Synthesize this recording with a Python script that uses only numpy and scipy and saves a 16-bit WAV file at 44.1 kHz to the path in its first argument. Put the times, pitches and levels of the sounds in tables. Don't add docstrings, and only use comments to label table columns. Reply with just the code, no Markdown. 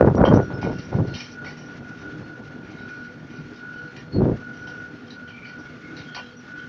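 import sys
import numpy as np
from scipy import signal
from scipy.io import wavfile
from scipy.ndimage import uniform_filter1d

SR = 44100
rng = np.random.default_rng(int(sys.argv[2]) if len(sys.argv) > 2 else 0)


def digitize_waveform(pressure):
    field = np.atleast_2d(pressure).T
    bounded = np.clip(field, -1, 1)
    quanta = np.round(bounded * 32767).astype(np.int16)
    wavfile.write(sys.argv[1], SR, quanta)


N = 294617


def amp(db):
    return 10 ** (np.asarray(db) / 20)


def rms_one(x):
    return x / np.sqrt(np.mean(x ** 2) + 1e-20)


def in_time(rows):
    times, *columns = np.transpose(rows)
    return [np.interp(np.arange(N) / SR, times, column) for column in columns]


def drift(rate_hz):
    step = 20
    warm_up = 3000
    pole = np.exp(-2 * np.pi * rate_hz * step / SR)
    noise = rng.standard_normal(N // step + 2 + warm_up)
    slow = signal.lfilter([1], [1, -2 * pole, pole * pole], noise)[warm_up:]
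    return np.interp(np.arange(N) / step, np.arange(len(slow)), rms_one(slow))


def coloured(spectrum, patchy_db, rate_hz, snaps_per_s=None):
    hz, density_db = np.transpose(spectrum)
    edges = hz[0] * 2 ** np.arange(0, np.log2(hz[-1] / hz[0]), 1 / 3)
    out = 0
    together = drift(rate_hz)
    white = rng.standard_normal((2, N))
    if snaps_per_s:
        white = white * (rng.random(N) < snaps_per_s / SR)
    for k, (low, high) in enumerate(zip(edges, edges[1:])):
        band_filter = signal.butter(2, [low, high], "band", fs=SR, output="sos")
        band = signal.sosfilt(band_filter, white[k % 2])
        level_db = np.interp(np.log(low * high) / 2, np.log(hz), density_db)
        flicker_db = patchy_db * (1.36 * together + 0.68 * drift(rate_hz))
        out = out + amp(level_db + flicker_db) * band
    return rms_one(out)


def ring(clicks, hz, t60_s):
    radius = amp(-60 / (t60_s * SR))
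    angle = 2 * np.pi * hz / SR
    feedback = [1, -2 * radius * np.cos(angle), radius * radius]
    return signal.lfilter([0, np.sin(angle)], feedback, clicks + 1e-18)


def swell(start, hold, rise_db_per_s, fall_db_per_s):
    out = np.zeros(N)
    at = slice(max(0, int((start - .3) * SR)), min(N, int((start + hold + .4) * SR)))
    t = np.arange(at.start, at.stop) / SR - start
    slopes_db = np.minimum(rise_db_per_s * t, fall_db_per_s * (hold - t))
    out[at] = amp(np.minimum(0, slopes_db))
    return out


# (time [s], pitch [Hz])
WHINE_PITCH_CURVE = [(0, 1458), (2.0, 1462), (5.0, 1465), (6.0, 1469), (6.68, 1479)]
# (shaft multiple, level against the whine [dB], share of the swell [0-1])
LOADED_TONES = [(28, -16.5, 1), (29, -2.5, 0.51), (30, 0.5, 0.97), (31, -16.5, 0.9), (34, -18.5, 0.8),
                (35, -27, 0.6)]
# (shaft multiple, level [dB])
FREE_TONES = [(5, -51), (10, -60), (24, -69), (88, -75.5)]
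# (start [s], hold [s], whine level [dB])
WHINE_SURGES = [(0, 0.02, -39), (0.25, 0.18, -39.5), (0.51, 0.091, -44.5), (0.631, 0.14, -45.5),
                (0.94, 0.0086, -50), (1.107, 0.016, -43), (1.387, 0.087, -40.5), (1.697, 0.0098, -44),
                (1.873, 0.052, -47), (2.048, 0.081, -44.5), (2.296, 0.064, -47), (2.467, 0.18, -55),
                (2.813, 0.26, -42), (3.35, 0.026, -48.5), (3.629, 0.23, -40), (4.442, 0.075, -42),
                (4.628, 0.23, -41.5), (5.183, 0.11, -46), (5.46, 0.21, -46), (5.852, 0.16, -50),
                (6.098, 0.11, -45), (6.526, 0.12, -42)]
SURGE_RISE_DB_PER_S, SURGE_FALL_DB_PER_S = 304.5, 240
SLACK_DB = -57
LOAD_MEAN_DB = -49.5


def motor():
    shaft_phase = 2 * np.pi * np.cumsum(in_time(WHINE_PITCH_CURVE)[0]) / 30 / SR
    load = amp(SLACK_DB)
    for start, hold, db in WHINE_SURGES:
        load = load + amp(db) * swell(start, hold, SURGE_RISE_DB_PER_S, SURGE_FALL_DB_PER_S)
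    swell_db = 20 * np.log10(load) - LOAD_MEAN_DB
    out = np.zeros(N)
    for multiple, db, share in LOADED_TONES:
        level_db = LOAD_MEAN_DB + db + share * swell_db + 1.4 * drift(23)
        out += amp(level_db) * np.sin(multiple * shaft_phase + 1.17 * drift(5.55))
    for multiple, db in FREE_TONES:
        level = amp(db + 4.5 * drift(8))
        phase_waver = (.8 + .014 * multiple) * drift(10)
        out += level * np.sin(multiple * shaft_phase + phase_waver)
    return np.sqrt(2) * out


# (time [s], rumble level [dB], hiss level [dB])
ROLLING_LEVELS = [(1.2, -45, -50.5), (1.5, -39.5, -51.5), (2.7, -40.5, -52), (3.2, -43, -54),
                  (4.7, -42.5, -51.5), (5.7, -44, -53.5), (5.95, -41.5, -48.5), (6.3, -47.5, -53.5),
                  (6.68, -43.5, -47.5)]
# (frequency [Hz], density [dB per Hz])
RUMBLE_SPECTRUM = [(25, -39), (60, -14), (112, -0.5), (212, -2.5), (340, -6), (500, -12.5), (760, -14),
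                   (1070, -23), (1500, -39.5)]
# (frequency [Hz], density [dB per Hz])
HISS_SPECTRUM = [(900, -31.5), (1200, -11.5), (1450, -9), (1970, -14), (3020, -19), (3560, -23),
                 (5850, -27.5), (7500, -26)]
# (frequency [Hz], width [Hz], level against the bare rumble [dB])
BODY_BOOMS = [(153.4, 16, -5), (298, 28, -6.5), (412, 22, -14.5)]


def rolling():
    rumble_db, hiss_db = in_time(ROLLING_LEVELS)
    rumble = coloured(RUMBLE_SPECTRUM, patchy_db=1.0, rate_hz=8.8)
    for hz, width_hz, db in BODY_BOOMS:
        level = amp(db + 3.35 * drift(2.8))
        t60_s = np.log(1000) / np.pi / width_hz
        rumble += level * rms_one(ring(rng.standard_normal(N), hz, t60_s))
    rumble = amp(rumble_db + 1.5 * drift(25)) * rms_one(rumble)
    hiss = amp(hiss_db) * coloured(HISS_SPECTRUM, patchy_db=1.3, rate_hz=20)
    return rumble + hiss


# (time [s], shake of the middle fittings [dB], length [s], low fittings against middle [dB],
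# high fittings against middle [dB], loosest fitting [Hz])
RATTLE_JOLTS = [(0.251, -25.5, 0.058, -26, -5.5, 3180), (0.334, -33, 0.04, -19, -1, 5800),
                (0.614, -29, 0.066, 2, -2.5, 2240), (0.716, -37.5, 0.21, -0.5, -9.5, 5400),
                (0.786, -36.5, 0.064, -5, -2.5, 4350), (1.072, -40, 0.15, 4, -4, 4300),
                (1.139, -30.5, 0.067, -10, -1.5, 2870), (1.15, -41, 0.11, -11, 5, 5460),
                (1.2, -33, 0.09, -7, 0, 2340), (1.314, -46, 0.037, -1, 2, 5750),
                (1.445, -32, 0.093, 5, -2.5, 1990), (1.569, -38.5, 0.14, 2, -7, 5800),
                (2.63, -44, 1, -7, -6, 2270), (3.3, -42.5, 0.13, 3, -5.5, 6130),
                (3.963, -31.5, 0.062, -4.5, -7.5, 1760), (3.729, -47, 0.082, -16, -1.5, 3130),
                (4.534, -43.5, 0.32, -29, -6.5, 5940), (4.672, -34, 0.05, 3, -3.5, 6800),
                (5.103, -33.5, 0.056, -7, -4.5, 4150), (5.275, -37.5, 0.067, -2, -6, 3080),
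                (5.447, -30, 0.096, -7, -13, 4450), (5.584, -45, 0.066, 12, 1, 6030),
                (5.965, -30, 0.084, -19, -4.5, 3950), (6.147, -20.5, 0.018, -2, -6, 4300),
                (6.163, -24.5, 0.046, 8.5, -7, 2760)]
# a row each for low, middle and high ones (resonances [Hz])
FITTING_MODES = [
    [580, 743, 840, 970, 1160],
    [1825, 1972, 2177, 2396, 2440, 2784, 2974, 3153],
    [3716, 3930, 4210, 4455, 4854, 4680, 5230, 5410, 5680, 5907],
]
FITTING_T60_S = .04
TAP_DB = -28.5
JOLT_TAP = 1.1
CHATTER_DB = -61.5
LOOSE_DB, LOOSE_OCTAVES = 11, .14


def rattles():
    out = np.zeros(N)
    jostle = drift(9)
    jolts = [int(row[0] * SR) + 1 for row in RATTLE_JOLTS]
    tap_count = 900 * N // SR
    for group, modes in enumerate(FITTING_MODES):
        for hz in modes:
            shake = amp(CHATTER_DB + 5.3 * drift(3.1) + 6.8 * jostle)
            for s, db, length, low_db, high_db, loose_hz in RATTLE_JOLTS:
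                start = int(s * SR)
                size = min(int(3 * length * SR), N - start)
                t = np.arange(size) / SR / length
                fade = (np.exp(-.45 * t) + 0.084 * np.exp(-12.0 * t)) / (1 + t ** 4)
                octaves_off = np.log2(hz / loose_hz)
                near_db = LOOSE_DB * np.exp(-(octaves_off / LOOSE_OCTAVES) ** 2)
                group_db = [low_db, 0, high_db][group]
                shake[start:][:size] += amp(db + group_db + near_db) * fade
            taps = np.zeros(N)
            taps[rng.integers(0, N, tap_count)] = rng.standard_normal(tap_count)
            taps[jolts] = JOLT_TAP * rng.choice([-1, 1], len(jolts))
            tap_gain = amp(TAP_DB + 2.0 * drift(5.2))
            out += ring(tap_gain * shake * taps, hz, FITTING_T60_S)
    return out


# (time [s], length [s], start pitch [Hz], starting level of the tone [dB])
SQUEAK_CUES = [(0.157, 0.032, 5750, -45), (0.41, 0.099, 5720, -53), (0.532, 0.055, 5350, -49.5),
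               (1.462, 0.037, 2310, -37), (2.655, 0.3, 3910, -59), (4.11, 0.1, 4360, -45),
               (5.258, 0.33, 2360, -45), (5.646, 0.11, 2200, -51), (5.802, 0.14, 2184, -45.5),
               (5.978, 0.44, 3220, -49), (6.2, 0.13, 4020, -56), (6.184, 0.12, 5350, -59),
               (6.361, 0.057, 5840, -52), (6.569, 0.12, 3160, -53.5)]
SQUEAK_BLUR = .6
SQUEAK_SAG, SQUEAK_FADE_DB = 0.02, 5.5


def squeaks():
    out = np.zeros(N)
    shiver, throb = drift(32), drift(30)
    slip = SQUEAK_BLUR * (drift(110) + 1j * drift(110))
    for s, length, hz, db in SQUEAK_CUES:
        at = slice(int(s * SR), min(int((s + length) * SR), N))
        size = at.stop - at.start
        along = np.arange(size) / size
        pitch_hz = hz * (1 - SQUEAK_SAG * along)
        phase = 2 * np.pi * np.cumsum(pitch_hz) / SR + (.6 + 3.0 * length) * shiver[at]
        level = amp(db - SQUEAK_FADE_DB * along + 2.2 * throb[at])
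        window = signal.windows.tukey(size, min(1, 0.26 + 2.3 * length))
        blur = 1 + np.sqrt(length / 0.2) * slip[at]
        out[at] += level * window * np.imag(blur * np.exp(1j * phase))
    return out


# (time [s], nominal peak level [dB])
TICK_CUES = [(0.0737, -37), (0.1531, -27), (0.1795, -32), (0.3386, -32), (0.9408, -43), (3.9664, -29),
             (6.1474, -37)]


def ticks():
    out = np.zeros(N)
    t = np.arange(SR // 50) / SR
    bursts = rng.standard_normal((len(TICK_CUES), len(t)))
    for (s, db), noise in zip(TICK_CUES, bursts):
        out[int(s * SR):][:len(t)] += amp(db - 7) * np.exp(-t / .0015) * noise
    return signal.sosfilt(signal.butter(2, 1500, "high", fs=SR, output="sos"), out)


# (start [s], hold [s], thud level [dB], flutter level against the thud [dB])
WIND_GUSTS = [(0, 0.01, -6.5, -10), (0.057, 0.039, -16.5, -3), (0.178, 0.03, -15, -6),
              (0.216, 0.067, -21.5, 5), (0.314, 0.022, -12, -2.5), (0.356, 0.046, -19.5, -1.5),
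              (0.5, 0.08, -29.5, -7), (0.645, 0.083, -25, -6.5), (0.784, 0.085, -38, -22),
              (0.931, 0.073, -25, -9.5), (1.04, 0.099, -31.5, -18.5), (4.163, 0.061, -21, -44),
              (4.223, 0.098, -20.5, -16)]
# (frequency [Hz], density [dB per Hz])
THUD_SPECTRUM = [(20, -14), (40, -12), (140, 2), (233, -3.5), (338, -4), (500, -16.5), (800, -13.5)]
# (frequency [Hz], density [dB per Hz])
FLUTTER_SPECTRUM = [(380, 3.5), (620, -3.5), (900, -6), (1450, -19.5), (2200, -34), (3000, -55)]
GUST_RISE_DB_PER_S, GUST_FALL_DB_PER_S = 438.5, 286.5
WIND_TOP_HZ = 2050


def wind():
    thud_gain = flutter_gain = 0
    for start, hold, thud_db, flutter_db in WIND_GUSTS:
        gust = swell(start, hold, GUST_RISE_DB_PER_S, GUST_FALL_DB_PER_S)
        thud_gain = thud_gain + amp(thud_db) * gust
        flutter_gain = flutter_gain + amp(thud_db + flutter_db) * gust ** 2.44
    lumps = drift(100)
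    thud_noise = coloured(THUD_SPECTRUM, patchy_db=1.2, rate_hz=40)
    thud = rms_one(amp(2.2 * lumps) * thud_noise)
    flutter_snaps = coloured(FLUTTER_SPECTRUM, patchy_db=1.5, rate_hz=60, snaps_per_s=700)
    flutter = rms_one(amp(2.5 * lumps) * flutter_snaps)
    gusts = thud_gain * thud + flutter_gain * flutter + pops()
    return signal.sosfilt(signal.butter(4, WIND_TOP_HZ, fs=SR, output="sos"), gusts)


# (time [s], nominal peak level before filtering [dB], pitch [Hz])
WIND_POPS = [(.009, 7, 523), (.026, 1.5, 555), (0.046, 1.5, 426), (.07, 1.5, 236), (.147, -3, 380),
             (0.18, -3.5, 462), (0.21, -2.5, 169), (0.239, 1.5, 600), (0.264, -14, 500), (0.312, -21, 303),
             (0.337, 2, 260), (0.357, -5, 270), (0.503, -20, 870), (0.629, -13, 784), (0.646, -10, 197),
             (.67, -8.5, 430), (0.702, -11, 271), (0.927, -19, 820), (0.897, -24, 130), (0.941, -17.5, 910),
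             (0.945, -6, 123), (0.982, -8.5, 153), (.995, -7, 108), (1.015, -12.5, 131),
             (1.051, -15.5, 373), (4.155, -12, 199), (4.177, -9, 140), (4.206, -5, 319), (4.218, 1, 296),
             (4.255, -9, 523), (4.262, -4.5, 187), (4.295, -7, 338), (4.317, -12.5, 153)]
POP_EDGE = 0.33


def pops():
    out = np.zeros(N)
    t = np.arange(SR // 20) / SR
    signs = rng.choice([-1, 1], len(WIND_POPS))
    for (s, db, hz), sign in zip(WIND_POPS, signs):
        envelope = 1.01 * (1 - np.exp(-5.0 * hz * t)) ** 2 * np.exp(-.9 * hz * t)
        body = np.cos(2 * np.pi * hz * t)
        edge = POP_EDGE * np.exp(-hz * t) * np.cos(5 * np.pi * hz * t)
        out[int(s * SR):][:len(t)] += sign * amp(db) * envelope * (body + edge)
    return signal.sosfilt(signal.butter(2, 40, "high", fs=SR, output="sos"), out)


def scene():
    return (motor() + rolling() + rattles() + squeaks() + ticks() + wind())[None]


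MIC_BOTTOM_HZ, MIC_TOP_HZ, CUTOFF_HZ = 40, 6310, 15500
SELF_NOISE_DB = -84
STEEP_HISS_DB = 3.5


def record(dry):
    dull = signal.sosfilt(signal.butter(10, MIC_TOP_HZ, fs=SR, output="sos"), dry)
    dull = signal.sosfilt(signal.butter(2, MIC_BOTTOM_HZ, "high", fs=SR, output="sos"), dull)
    slope_squared = uniform_filter1d(np.gradient(dull, axis=1) ** 2, size=150)
    hiss_gain = amp(SELF_NOISE_DB) + amp(STEEP_HISS_DB) * slope_squared
    hiss = hiss_gain * rng.standard_normal(dry.shape)
    rounded = dull / (1 + np.abs(dull) ** 6) ** (1 / 6)
    return signal.sosfilt(signal.cheby2(12, 70, CUTOFF_HZ, fs=SR, output="sos"), rounded + hiss)


dry = scene()
out = record(dry)
digitize_waveform(out)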